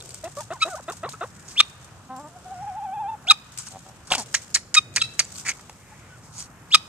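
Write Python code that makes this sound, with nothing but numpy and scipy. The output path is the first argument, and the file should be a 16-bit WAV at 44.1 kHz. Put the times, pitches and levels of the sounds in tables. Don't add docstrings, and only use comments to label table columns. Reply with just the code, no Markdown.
import sys
import numpy as np
from scipy import signal
from scipy.fft import rfft, irfft
from scipy.io import wavfile
from scipy.ndimage import uniform_filter1d

SR = 44100
rng = np.random.default_rng(int(sys.argv[2]) if len(sys.argv) > 2 else 0)


def dump_mix(stems):
    frames = np.atleast_2d(stems).T
    limited = np.clip(frames, -1, 1)
    pcm = np.round(limited * 32767).astype(np.int16)
    wavfile.write(sys.argv[1], SR, pcm)


def gain_from_db(level_db):
    decades = np.asarray(level_db, float) / 20
    return 10 ** decades


N = 303408


def shape(points, hz):
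    f, db = np.transpose(points)
    return gain_from_db(np.interp(np.log(np.maximum(hz, 1)), np.log(f), db))


def unit(x):
    return x / np.sqrt(np.mean(x ** 2))


def filtered(x, gain):
    return unit(irfft(rfft(x) * gain(np.arange(N // 2 + 1) * SR / N), N))


def ringing(modes):
    return lambda hz: sum(gain_from_db(db) / (1 + (2 * (hz - f) / w) ** 2) ** 2 for f, w, db in modes)


def walk(rate_hz, size=N):
    k = int(SR / rate_hz)
    held = np.repeat(rng.standard_normal(size // k + 1), k)
    return 1.3 * uniform_filter1d(uniform_filter1d(held, k), k)[:size]


def snaps(size, spike_db):
    return rng.standard_normal(size) * gain_from_db(spike_db * np.minimum(rng.exponential(size=size), 5))


def span(rows, fade_s=0.003715):
    s, *columns = np.transpose(rows)
    start = int((s[0] - fade_s) * SR)
    t = np.arange(start, int((s[-1] + fade_s) * SR)) / SR
    edge = np.clip(np.minimum(t - t[0], t[-1] - t) / (2 * fade_s), 0, 1)
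    return start, edge, [np.interp(t, s, c) for c in columns]


def arch(s, peak_s, end_s, db, edge_db):
    u = np.linspace(-1, 1, num=17)
    return np.interp(u, [-1, 0, 1], [s, peak_s, end_s]), u, db + edge_db * u ** 2


def swell(s, peak_s, end_s, db, edge_db):
    return [(s, db + edge_db), (peak_s, db), (end_s, db + edge_db)]


def add(out, start, x):
    out[..., start:start + x.shape[-1]] += x[..., :N - start]


def pan(x, db):
    return x * gain_from_db(np.array([db + 0 * x, -db + 0 * x]) / 2)


def sing(hz, gains, rough, flutter_hz, smear=0):
    phase = 2 * np.pi * np.cumsum(hz * (1 + 0.04 * rough * walk(flutter_hz, len(hz)))) / SR
    tone = sum(g * np.cos((k + 1) * phase - 1.3 * k - smear * k ** 2) for k, g in enumerate(gains))
    return np.sqrt(2) * tone * (1 + rough * walk(2 * flutter_hz, len(hz)))


# peak_s, rise_s, fall_s, pitch_hz, fundamental_db
HONKS = [
    (0.629, 0.013, 0.017, 1291, -18.5),
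    (1.605, 0.0061, 0.0094, 1246, -15.5),
    (3.311, 0.0062, 0.014, 1264, -11),
    (4.781, 0.02, 0.014, 1245, -17.5),
    (5.02, 0.0059, 0.0093, 1321, -30),
    (6.749, 0.0069, 0.013, 1264, -11.5),
]
# second_partial_db, higher_partials_db, rasp_db, roughness_0_to_1, echo_db
BEAK = [
    (-2.5, -21, -8.5, 0.08, 0),
    (3, -13, 3.5, 0.35, -0.5),
    (-2, -12, -5.5, 0.07, -1.2),
    (4, -12.5, -8.5, 0.08, -3.5),
    (10, -3.5, 6.5, 0, 13),
    (-1.5, -9, 0, 0.1, 0),
]
SAG_HZ_PER_S, LATE_SAG_SHARE = 10900, 0.59
QUICK_RISE_S = 0.00621
HONK_EDGE_DB, HONK_ROUND = -24.5, 2.95
THIRD_OVER_SECOND_DB, PUFF_DEPTH = 3, 0.52


def honk(s, rise, fall, hz, db):
    t, u, _ = arch(s - rise, s, s + fall, db, HONK_EDGE_DB)
    sag = SAG_HZ_PER_S * min(QUICK_RISE_S / rise, 1) ** 2 * np.where(u > 0, LATE_SAG_SHARE, 1)
    return np.transpose([t, hz - sag * (t - s), db + HONK_EDGE_DB * np.abs(u) ** HONK_ROUND])


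def honks(breath):
    out = np.zeros((2, N))
    for row, (second_db, upper_db, rasp_db, rough, echo_db) in zip(HONKS, BEAK):
        start, edge, (hz, db) = span(honk(*row), 0.0017)
        upper = [upper_db + d for d in (6, 0, -4, -4, -15, -24, -25, -26)]
        gains = gain_from_db([0, second_db, second_db + THIRD_OVER_SECOND_DB] + upper)
        cycles = np.cumsum(hz) / SR
        limp = 1 + 0.43 * rough * np.cos(np.pi * cycles)
        puffs = 1 + PUFF_DEPTH * np.cos(2 * np.pi * cycles)
        rasp = gain_from_db(rasp_db) * puffs * breath[start:start + len(hz)]
        voice = limp * sing(hz, gains, np.clip(rough, 0, 1), 420) + rasp
        add(out, start, edge * gain_from_db(db) * voice * gain_from_db([[0], [echo_db]]))
    return out


# start_s, length_s, top_hz, last_hz, level_db
WHISTLES = [
    (0.599, 0.022, 2380, 2430, -25),
    (1.555, 0.046, 3670, 3330, -10),
    (3.264, 0.043, 3860, 3920, -10),
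    (6.704, 0.041, 3730, 3214, -10),
]
# share_of_length, share_of_climb, under_level_db
WHISTLE_ARC = [(0, 0, -44), (.28, 0.36, -26.5), (0.539, .8, -10), (.76, 0.99, -7)]
# start_s, pitch_hz, level_db
SLIDE = [(4.995, 3530, -40), (5.004, 4090, -38), (5.011, 3430, -28.5), (5.018, 2920, -24)]
# second_partial_db, roughness_0_to_1
WHISTLE_VOICE = [(-13, .05), (-31, .1), (-27, .6), (-25, .1), (-28, .2)]
WHISTLE_FOOT_HZ, BEAK_TOP_HZ = 1883, 9000
TIP_SHARE, TIP_DROP, TIP_DB = 0.86, 0.31, -0.5
TRILL_HZ, TRILL_DEPTH, TRILL_SWING = 258, 0.032, 0.23
WHISTLE_OVERTONE_LIFT = 0.63


def whistle(s, length, top_hz, last_hz, db):
    climb_hz = top_hz - WHISTLE_FOOT_HZ
    climb = [(s + u * length, WHISTLE_FOOT_HZ + up * climb_hz, db + under) for u, up, under in WHISTLE_ARC]
    tip = (s + TIP_SHARE * length, top_hz + TIP_DROP * (last_hz - top_hz), db + TIP_DB)
    return climb + [tip, (s + length, last_hz, db)]


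def whistles(breath):
    out = np.zeros((2, N))
    for rows, (second_db, rough) in zip([whistle(*row) for row in WHISTLES] + [SLIDE], WHISTLE_VOICE):
        start, edge, (hz, db) = span(rows, 0.00229)
        i = np.arange(len(hz))
        climbing = np.clip(8 * (1 - hz / hz.max()), 0, 1) * (i < hz.argmax())
        trill = climbing * np.sin(2 * np.pi * TRILL_HZ * i / SR)
        hz, edge = hz * (1 + TRILL_DEPTH * trill), edge * (1 + TRILL_SWING * trill)
        closed = 1 / (1 + (np.outer([2, 3], hz) / BEAK_TOP_HZ) ** 10)
        lift_db = WHISTLE_OVERTONE_LIFT * (db.max() - db)
        overtones = closed * gain_from_db(np.add.outer([second_db, second_db - 7], lift_db))
        voice = sing(hz, [1, *overtones], rough, 250) + gain_from_db(-15) * breath[start:start + len(hz)]
        add(out, start, edge * gain_from_db(db) * voice * gain_from_db([[0], [-11]]))
    return out


def guineafowl():
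    tract = ringing([(3530, 3330, -9.5), (5105, 2700, -18.5), (8400, 2900, -20), (13000, 3100, -35)])
    breath = filtered(rng.standard_normal(N), tract)
    out = whistles(breath) + honks(breath)
    return signal.sosfiltfilt(signal.butter(3, 800, "high", fs=SR, output="sos"), out)


# start_s, length_s, first_hz, last_hz, level_db
CLUCKS = [
    (0.236, 0.048, 317, 396, -31.5),
    (0.369, 0.04, 283.5, 318, -31),
    (0.504, 0.032, 321.6, 428, -28),
    (0.65, 0.043, 317, 424, -30.5),
    (0.88, 0.034, 319.4, 493, -28),
    (1.031, .038, 318, 592, -28.5),
    (1.209, 0.04, 334.6, 582, -27),
    (1.135, 0.021, 430, 430, -38),
]
# start_s, pitch_hz, level_db
MOANS = [
    [(2.092, 258, -50), (2.104, 256.4, -35.5), (2.144, 262.7, -36.5), (2.156, 254, -39.5),
     (2.184, 258, -37.5), (2.202, 290.6, -39), (2.234, 302, -48.5), (2.246, 292.6, -39),
     (2.278, 313.4, -44.5), (2.295, 297, -68)],
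    [(4.165, 337, -45), (4.182, 263.5, -32.5), (4.205, 217, -34), (4.228, 201, -48)],
]
# odd_partials_db, tilt_db_per_octave, roughness_0_to_1, second_resonance_db
THROAT = [(-3.5, 3.5, 0.98, -12.5), (-31, -6, 0.5, 3), (-3.5, 4.5, 1, -2.5), (-0.5, 0, 1, 0),
          (1, 6.5, 0.92, 1), (0, 5.5, 0.8, 2.5), (-2, 6.5, 0.6, 4.5), (1.5, 6.5, 1.2, 6),
          (-3.5, -1.5, 0.15, .1), (-3, 11, 0.15, -5)]
# freq_hz, gain_db
HEN = [(250, -6.5), (400, -3.5), (650, 9), (900, -9.5), (1250, 3), (1600, -13.5), (1900, -9.5), (2300, -32),
       (2600, -17), (3100, -34), (3700, -22.5), (4100, -29.5), (4500, -54)]
# freq_hz, gain_db
MOAN_THROAT = [(250, -2), (500, -15.5), (600, -6), (780, 3.5), (1030, -3.5), (1280, -10.5), (1550, -15),
               (1900, -24), (3000, -38.5)]
SECOND_HZ, SECOND_WIDTH_HZ = 1300, 260
CLUCK_BEND, CLUCK_FADE_DB, CLUCK_ATTACK_S = 2.2, -7, 0.0013
CLUCK_DULLING_DB = -5


def cluck(s, length, first_hz, last_hz, db):
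    u = np.linspace(0, 1, num=25)
    late = u ** CLUCK_BEND
    opening_db = -12 * np.exp(-u * length / CLUCK_ATTACK_S)
    return np.transpose([s + u * length, first_hz + (last_hz - first_hz) * late,
                         db + CLUCK_FADE_DB * late + opening_db])


def clucks_and_moans():
    out = np.zeros(N)
    calls = [(cluck(*row), HEN, 0.55) for row in CLUCKS]
    calls += [(MOANS[0], MOAN_THROAT, 0.55), (MOANS[1], MOAN_THROAT, 0)]
    for (rows, throat, smear), (odd_db, tilt_db, rough, second_db) in zip(calls, THROAT):
        start, edge, (hz, db) = span(rows, 0.001)
        slope_db = tilt_db + np.linspace(0, CLUCK_DULLING_DB, len(hz))
        gains = []
        for k in range(1, 15):
            resonance_db = second_db * np.exp(-((k * hz - SECOND_HZ) / SECOND_WIDTH_HZ) ** 2)
            slant_db = slope_db * np.log2(np.maximum(k * hz / 1100, 1))
            breakup = 1 + rough * min((k - 1) / 5, 1.5) * walk(500, len(hz))
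            gains.append(shape(throat, k * hz) * gain_from_db(odd_db * (k % 2) + resonance_db + slant_db) * breakup)
        gains = np.array(gains)
        gains = gains / np.sqrt(uniform_filter1d(np.sum(gains ** 2, axis=0), size=300))
        add(out, start, edge * gain_from_db(db) * sing(hz, gains, np.clip(rough / 4, 0, 1), 400, smear))
    return out


# start_s, length_s, top_hz, last_hz, level_db
FLIPS = [
    (0.398, 0.028, 950, 790, -39),
    (0.526, 0.049, 1050, 754, -41),
    (.555, 0.031, 1490, 1460, -55),
    (0.912, 0.026, 1130, 580, -41),
    (1.063, 0.03, 1160, 480, -38.5),
    (1.24, 0.022, 1090, 570, -40.5),
    (5.916, 0.025, 850, 840, -49),
    (6.097, 0.076, 1492, 1340, -52.5),
]
# start_s, pitch_hz, level_db
WARBLES = [
    [(.695, 772, -40), (.715, 744, -40.5), (.735, 683, -37), (.752, 583, -30.5), (.763, 785, -44),
     (.773, 713, -36.5), (.782, 1050, -42.5), (.792, 867, -44), (.804, 495, -38)],
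    [(3.245, 888, -50), (3.262, 600, -54.5), (3.285, 740, -35), (3.305, 766, -32.5), (3.32, 910, -34),
     (3.335, 800, -42.5)],
]
FLIP_TOP_SHARE, FLIP_EDGE_DB = 0.33, -6


def flip(s, length, top_hz, last_hz, db):
    t, u, level = arch(s, s + length / 2, s + length, db, FLIP_EDGE_DB)
    from_top = ((u + 1) / 2 - FLIP_TOP_SHARE) / (1 - FLIP_TOP_SHARE)
    return np.transpose([t, top_hz - (top_hz - last_hz) * from_top ** 2, level])


def flips():
    out = np.zeros(N)
    for rows in [flip(*row) for row in FLIPS] + WARBLES:
        start, edge, (hz, db) = span(rows)
        second_db = -3 - 14 * np.clip((hz - 750) / 200, 0, 1)
        add(out, start, edge * gain_from_db(db) * sing(hz, [1, gain_from_db(second_db), gain_from_db(-26)], 0.26, 136))
    return out


# start_s, pitch_hz, level_db
COO = [(2.3, 700, -50), (2.34, 701, -55.5), (2.365, 729, -41.5), (2.39, 702, -58), (2.44, 685, -67),
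       (2.46, 690, -53.5), (2.6, 724, -39.5), (2.9, 758, -34), (3.06, 783, -31.5), (3.15, 819, -33.5),
       (3.168, 796, -50.5)]
# peak_s, pitch_rise_hz, level_rise_db
QUAVERS = [(2.466, 63, 13.5), (2.525, 83.6, 13), (2.631, 105.7, 6.5), (2.684, 100.8, 7), (2.782, 127, 4),
           (2.842, 129.5, 4.5), (2.95, 116.6, 3.5), (3.008, 116.3, 2), (3.095, 90.4, 3.5), (3.128, 58.6, 2)]
COO_UPPER_DB = (-28, -33)
QUAVER_HALF_S = 0.021


def coo():
    out = np.zeros(N)
    start, edge, (hz, db) = span(COO, 0.029)
    t = (start + np.arange(len(hz))) / SR
    rise_hz, rise_db = sum(np.outer([up_hz, up_db], np.exp(-np.abs((t - s) / QUAVER_HALF_S) ** 2))
                           for s, up_hz, up_db in QUAVERS)
    hz, db = hz + rise_hz, db + rise_db
    broken = gain_from_db(2.5 * walk(40, len(hz)) + np.linspace(-11, 1, len(hz)))
    windpipe = gain_from_db(-18) / (1 + ((2 * hz - 1480) / 100) ** 2)
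    early = gain_from_db(-57 - db) * (t < QUAVERS[2][0])
    second = windpipe + gain_from_db(-40) + early
    gains = [1, second * broken, *np.outer(gain_from_db(COO_UPPER_DB), broken)]
    add(out, start, edge * gain_from_db(db) * sing(hz, gains, 0.24, 90))
    return out


# start_s, peak_s, end_s, level_db
GROWLS = [
    (3.699, 3.766, 3.79, -39.5),
    (3.847, 3.855, 3.93, -43.5),
    (4.111, 4.122, 4.165, -26),
    (4.158, 4.21, 4.235, -40),
]
GROWL_EDGE_DB, GROWL_LIMP = -20, 0.69


def growls():
    out = np.zeros(N)
    throat = [(200, -2.0), (400, -8), (800, 15.5), (1100, 0.5), (1600, -8), (3000, -17.5), (4500, -10)]
    gains = shape(throat, 203.0 * np.arange(1, 22))
    for row in GROWLS:
        start, edge, (db,) = span(swell(*row, GROWL_EDGE_DB))
        hz = np.full(len(db), 190.)
        limp = 1 + GROWL_LIMP * np.cos(np.pi * np.cumsum(hz) / SR)
        add(out, start, edge * gain_from_db(db) * unit(sing(hz, gains, 0.29, 200) * limp))
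    return out


# start_s, pitch_hz, level_db
PEEPS = [
    [(2.17, 7600, -51), (2.21, 7500, -65), (2.26, 7470, -55)],
    [(2.55, 5500, -59), (2.62, 5480, -62.5), (2.75, 5480, -69)],
]


def peeps():
    out = np.zeros(N)
    for rows in PEEPS:
        start, edge, (hz, db) = span(rows)
        add(out, start, edge * gain_from_db(db) * sing(hz, [1], 0.1, 88))
    return out


def crackle(gains, spike_db, flicker_db, alike):
    def layer():
        return unit(sum(gain_from_db(db + flicker_db * walk(250)) * filtered(snaps(N, spike_db), gain)
                        for gain, db in gains))
    mid, side = layer(), layer()
    return np.sqrt((1 + alike) / 2) * mid + np.sqrt((1 - alike) / 2) * side * np.array([[1], [-1]])


# start_s, peak_db, knock_db, left_minus_right_db
CHEKS = [(4.342, -6, -4, -5), (4.3483, -20, 5.5, -8), (4.367, -38.5, 4, 18), (4.543, -7.5, -23, -1.5),
         (4.5522, -12, -4.5, 1), (4.569, -25, 2, -1), (4.7424, -5, -34, -2.5), (4.749, -13, 2, -6),
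         (4.953, -32, -6, -14), (4.961, -6.5, -10.5, 1.5), (4.9668, -29.5, 17.5, -13),
         (4.979, -35, 14.5, -7), (5.1927, -5, -19.5, 0.5), (5.2, -22.5, 10.5, -5), (5.2144, -45, -12, 6.5)]
# start_s, peak_db, knock_db, knock_hz, length_s
SCRATCHES = [(3.57, -58, -7, 2980, 0.0026), (3.587, -32, -13, 1230, 0.03), (3.6674, -33.5, -9, 1310, 0.017),
             (4.071, -40.5, -7, 1420, 0.031), (4.102, -29, 2.5, 1050, 0.029), (4.11, -22.5, 6, 960, 0.014),
             (4.1213, -20, 6.5, 2880, 0.031), (4.15, -12, 0, 2930, 0.0065), (4.18, -18, -6.5, 720, 0.0042),
             (5.52, -52, 14.5, 2270, 0.0081), (5.594, -43.5, 5, 1300, .005), (5.696, -33, 3.5, 746, 0.0036)]
CHEK_KNOCK_HZ, CHEK_S, SCRATCH_PAN_DB = 1970, 0.0094, 2
UNDER_SNAPS_DB = -6.5


def bursts(crunch):
    out, t = np.zeros((2, N)), np.arange(int(SR / 5)) / SR
    cheks = [(s, db, low_db, CHEK_KNOCK_HZ, CHEK_S, pan_db) for s, db, low_db, pan_db in CHEKS]
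    scratches = [(*row, SCRATCH_PAN_DB) for row in SCRATCHES]
    for s, db, low_db, low_hz, length, pan_db in cheks + scratches:
        i = int(s * SR)
        level = gain_from_db(db - 5.0 + UNDER_SNAPS_DB * (4.1 < s < 5.21))
        hold = np.exp(-(t / max(length, 0.001)) ** 2)
        decay = hold + gain_from_db(-17.5) * np.exp(-t / 0.026) + 0.21 * np.exp(-t / 0.00128)
        fall = level * np.minimum(t / 0.00028, 1) * decay
        thud = unit(signal.lfilter(*signal.iirpeak(low_hz, 2.5, fs=SR), snaps(len(t), 1.0)))
        add(out, i, pan(fall, pan_db) * crunch[:, i:i + len(t)] + gain_from_db(low_db) * fall * thud)
    return out


# start_s, peak_db
CRACKS = [(0.058, -42), (0.092, -43), (0.1054, -45), (0.1447, -37), (0.241, -34.5), (.352, -44),
          (0.3681, -35.5), (.386, -38), (0.406, -34), (.431, -45), (0.702, -34.5), (0.7546, -37.5),
          (0.8992, -39.5), (0.921, -35), (0.969, -40), (1.0937, -34.5), (1.125, -40), (1.651, -44),
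          (1.682, -51), (1.697, -45.5), (1.813, -58), (1.845, -45), (2.164, -44.5), (2.196, -46),
          (3.52, -43), (3.575, -28), (3.649, -47), (3.805, -50.5), (4.2602, -39.5), (4.5027, -43),
          (4.525, -49), (4.94, -42.5), (5.136, -47.5), (5.187, -40.5), (5.357, -40), (5.3987, -37),
          (5.6104, -46)]
CRACK_T60_S, TICK_DB, TICK_S = 0.12, 4, 0.0012


def cracks(dry):
    out, t = np.zeros((2, N)), np.arange(int(SR / 5)) / SR
    bright = dry + np.diff(dry, n=2, append=np.zeros((2, 2)))
    body = np.exp(-np.log(1000) * t / CRACK_T60_S)
    tick = gain_from_db(TICK_DB) * np.exp(-t / TICK_S)
    for s, db in CRACKS:
        i = int(s * SR)
        add(out, i, gain_from_db(db - 3.5) * (body * dry[:, i:i + len(t)] + tick * bright[:, i:i + len(t)]))
    return out


# start_s, peak_s, end_s, hiss_db, knock_db
DRAG = [
    (1.445, 1.515, 1.56, -41, -36),
    (4.181, 4.186, 4.24, -29.5, -19),
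    (5.449, 5.47, 5.482, -30.5, 1),
    (5.476, 5.492, 5.52, -24.5, -2.5),
    (6.32, 6.4, 6.47, -37, -21),
    (5.6, 5.92, 6.3, -69, 13),
    (6.22, 6.25, 6.31, -52.5, -11.5),
]
# freq_hz, width_hz, level_db
KNOCK = [(1050, 2500, -10.5), (2120, 1300, 6)]
DRAG_EDGE_DB, DRAG_PAN_DB = -15, -0.5


def drags(crunch, dry):
    out = np.zeros((2, N))
    knock = crackle([(ringing(KNOCK), 0)], 4.2, 1.0, 0.89)
    for *row, low_db in DRAG:
        i, edge, (db,) = span(swell(*row, DRAG_EDGE_DB))
        part = slice(i, i + len(db))
        bed = 0.86 * crunch[:, part] + 0.63 * dry[:, part] + gain_from_db(low_db) * knock[:, part]
        add(out, i, pan(edge * gain_from_db(db), DRAG_PAN_DB) * bed)
    return out


# time_s, level_db
RUSTLE = [(0.0, -48), (0.45, -54.5), (0.69, -45.5), (0.88, -54), (1.51, -54.5), (2.01, -62.5), (2.59, -58),
          (3.1, -69), (3.73, -49), (3.87, -58), (4.27, -59), (4.37, -42.5), (4.76, -86), (5.02, -46),
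          (5.13, -57), (5.38, -43), (5.751, -63), (6.88, -60.5)]


def rustle(dry):
    s, db = np.transpose(RUSTLE)
    level_db = np.interp(np.arange(N) / SR, s, db) + 2.2 * walk(40) + 3 * walk(300)
    return gain_from_db(level_db) * dry[:, ::-1]


# freq_hz, width_hz, level_db
BURST = [(3000, 3000, 1.5), (4660, 2360, 9.5), (5890, 2400, 12), (6380, 3900, 10.5), (7960, 4800, 12),
         (10100, 2300, 2)]
# freq_hz, level_db_per_hz
LEAVES = [(880, -34), (1500, -5.5), (1780, -38), (2040, -12), (4200, -9), (6800, -1.5), (8450, -2),
          (10800, -20.5), (13800, -13.5), (14900, -38.5)]


def feet():
    crunch = crackle([(ringing([(f, w, 0)]), db) for f, w, db in BURST], 3.0, 3.5, 0.7)
    dry = crackle([(lambda hz: shape(LEAVES, hz), 0)], 2.5, 2.5, 0.1)
    return bursts(crunch) + cracks(dry) + drags(crunch, dry) + rustle(dry)


# start_s, peak_db, ring_hz
SCRATCH_SNAPS = [(4.1055, -19, 3530), (4.1173, -12, 940), (4.119, -8.5, 3330), (4.121, -2, 2860),
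                 (4.1228, -8, 860), (4.1273, -16.5, 900), (4.1285, -20.5, 1425), (4.1309, -41.5, 880),
                 (4.1328, -21.5, 900), (4.1346, -15.5, 3720), (4.1388, -12, 1440), (4.1432, -26, 720),
                 (4.1522, -25, 7900), (4.1547, -13.5, 890), (4.182, -19.5, 7700), (4.1971, -16, 8030),
                 (4.2065, -32, 7330)]
# start_s, peak_db, ring_hz
CHEK_SNAPS = [(4.3432, -14, 5620), (4.3454, -16.5, 1760), (4.3466, -9.5, 1690), (4.3482, -26, 1800),
              (4.3511, -9, 6610), (4.3528, -31, 7390), (4.3554, -11.5, 4030), (4.363, -21.5, 1910),
              (4.5444, -24, 6630), (4.5459, -11, 7700), (4.5474, -3, 6870), (4.5497, -3, 7040),
              (4.5512, -3, 5250), (4.553, -24, 7700), (4.556, -8, 7410), (4.5579, -12, 2090),
              (4.5607, -7, 4140), (4.562, -15.5, 1790), (4.569, -16.5, 1890), (4.7431, -7, 6900),
              (4.7452, -23, 6780), (4.7464, -16, 6800), (4.7497, -11, 6940), (4.751, -14.5, 2170),
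              (4.7524, -17, 6540), (4.7546, -11, 6780), (4.756, -14.5, 4290), (4.9554, -25, 6600),
              (4.9623, -29, 6910), (4.9638, -6, 6500), (4.9659, -15, 6760), (4.9676, -23, 3170),
              (4.9694, -5.5, 4600), (4.971, -17, 4800), (4.9726, -8.5, 1770), (4.9754, -18, 2450),
              (4.9806, -12, 2450), (5.1935, -9.5, 2220), (5.1947, -25, 2000), (5.198, -7, 6560),
              (5.1992, -4, 4630), (5.2003, -14, 4500), (5.204, -8, 4670), (5.2055, -30, 2280),
              (5.2077, -26, 4370), (5.2109, -19, 2340)]
# start_s, peak_db, ring_hz
LEAF_TICKS = [(0.0045, -32, 4100), (0.0098, -26.5, 3700), (0.0586, -31, 7880), (0.0923, -24, 8140),
              (0.1067, -28, 4590), (0.1412, -28, 8000), (0.1459, -27, 8400), (1.0913, -24, 4230),
              (1.1027, -39, 7860), (1.1204, -29, 3770), (1.1259, -30, 6400), (1.133, -30, 6800),
              (1.482, -30, 6610), (1.486, -24.5, 6700), (1.5026, -44, 7620), (1.5149, -39, 7640),
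              (1.5197, -37, 6870), (3.5756, -33, 7800), (3.5865, -14.5, 8250), (3.5932, -19, 7870),
              (3.6015, -28, 8140), (3.6088, -30, 7950), (3.6233, -28, 8300), (3.687, -24, 8230),
              (5.2388, -32, 7110), (5.2464, -27, 7240), (5.2521, -24, 7040), (5.3582, -23.5, 4470),
              (5.3659, -28, 7700), (5.3802, -27, 8050), (5.3908, -26, 8510), (5.3983, -23, 5660),
              (5.4013, -30, 7900), (5.4577, -28, 6800), (5.463, -29, 2090), (5.466, -22, 1940),
              (5.469, -32, 2130), (5.472, -20, 2200), (5.477, -15.5, 2150), (5.4828, -11, 7020),
              (5.4878, -10, 2250), (5.4929, -9, 6250), (5.496, -12, 2300), (5.4996, -13.5, 6500),
              (5.5032, -16, 2120), (5.5066, -28, 2260), (5.517, -18.5, 2220), (5.5809, -45, 7560),
              (5.5863, -37, 6330), (5.6171, -41, 8200), (6.382, -22, 6620), (6.3874, -21, 6630),
              (6.3922, -31, 7110), (6.3988, -21, 8800), (6.4048, -22, 7300), (6.4108, -35, 6420),
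              (6.4205, -32, 6370), (6.4259, -21.5, 6130)]
# freq_hz, level_db, t60_s
SNAP_MODES = [(2350, -9, 0.0045), (4670, -4.5, 0.0071), (6700, -10, 0.0056), (8200, -6, 0.0066)]
SNAP_CYCLES, SNAP_DB = 16, -1.5


def snapping():
    out, t = np.zeros(N), np.arange(int(SR / 40)) / SR

    def ring(hz, t60, turn):
        return np.sin(2 * np.pi * (hz * t + turn)) * np.exp(-np.log(1000) * t / t60)

    rows = list(SCRATCH_SNAPS) + list(CHEK_SNAPS) + list(LEAF_TICKS)
    for (s, db, hz), chance in zip(rows, rng.random((len(rows), 8))):
        shared = sum(gain_from_db(g + 6.5 * (c - 1.5)) * ring(f * (1 + 0.053 * (c - 0.5)), t60, turn)
                     for (f, g, t60), c, turn in zip(SNAP_MODES, chance[:4], chance[4:]))
        own_t60 = (SNAP_CYCLES / max(hz, 3000) + 0.0046) * (0.78 + 0.78 * chance[0])
        onset = np.minimum(t / 0.00025, 1)
        add(out, int((s - 0.0004) * SR), gain_from_db(db + SNAP_DB) * onset * (ring(hz, own_t60, 0) + shared))
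    return out


FENCE_S, FENCE_DB, TAIL_T60_S, TAIL_DB = 0.023, -28, 0.67, -29.5


def echoes(x):
    t = np.arange(SR) / SR - FENCE_S
    slap = gain_from_db(FENCE_DB) * unit(np.exp(-(t / 0.011) ** 2))
    tail = gain_from_db(TAIL_DB) * unit((t > -0.012) * np.exp(-np.log(1000) * t / TAIL_T60_S))
    response = (slap + tail) * rng.standard_normal((2, SR)) / np.sqrt(SR)
    return signal.fftconvolve(x[None], response, axes=1)[:, :N]


# freq_hz, level_db_per_hz
YARD = [(15, -68.5), (25, -21.5), (81, -1), (118, 3.5), (372, -14.5), (635, -15.5), (1310, -14),
        (1800, -18), (2110, -23.5), (2550, -23), (4590, -31), (7830, -29), (9960, -37), (13700, -37),
        (14900, -56)]
YARD_DB = -48


def yard():
    out, drift = 0, walk(0.142)
    for hz in 30 * 2 ** np.arange(10):
        def band(f):
            octaves = np.log2(np.maximum(f, 1) / hz)
            return shape(YARD, f) * np.cos(np.pi / 2 * np.clip(octaves, -1, 1))
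        size = np.sqrt(np.sum(band(np.arange(1., SR / 2)) ** 2)) * gain_from_db(0.42 * drift + 2.38 * walk(6.3))
        mid, side = (filtered(rng.standard_normal(N), band) for _ in range(2))
        width = min(0.15 + hz / 4200.0, 1)
        out = out + size * (mid + width * side * np.array([[1], [-1]]))
    return unit(out) * gain_from_db(YARD_DB)


# freq_hz, phase_rad
PORT_PHASE = [(0, 0), (2500, -.8), (5000, -2.4), (6000, -2.3), (6900, .7), (8000, 0), (9000, -2.6),
              (10500, -3.8), (15000, -5)]
# freq_hz, gain_db
PORT_GAIN = [(100, 0), (3500, .5), (5000, -2), (6100, -9), (7000, -1), (8000, 11), (9000, 14), (15000, 5)]


def ports(heard):
    hz = np.arange(N // 2 + 1) * SR / N
    left = shape(PORT_GAIN, hz)
    lead = np.exp(1j * np.interp(hz, *np.transpose(PORT_PHASE)))
    even_power = np.sqrt(2 / (1 + left ** 2))
    return irfft(rfft(heard) * [left * lead, 0 * left + 1] * even_power, N)


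def scene():
    fowl, fowl_far = guineafowl()
    flock = clucks_and_moans() + flips() + coo() + growls() + peeps()
    leaves = feet() + snapping()
    near = pan(fowl + flock, 0.076) + leaves
    far = echoes(fowl_far + flock + 1.24 * leaves.mean(axis=0))
    return ports(near + far + yard())


def top_cut(x):
    return signal.sosfilt(signal.butter(12, 15030, fs=SR, output="sos"), x)


def record(dry):
    top = signal.butter(5, 13000, fs=SR, output="sos")
    mix = np.clip(signal.sosfilt(top, np.clip(dry, -1, 1)), -1, 1)
    return top_cut(mix)


dry = scene()
out = record(dry)
dump_mix(out)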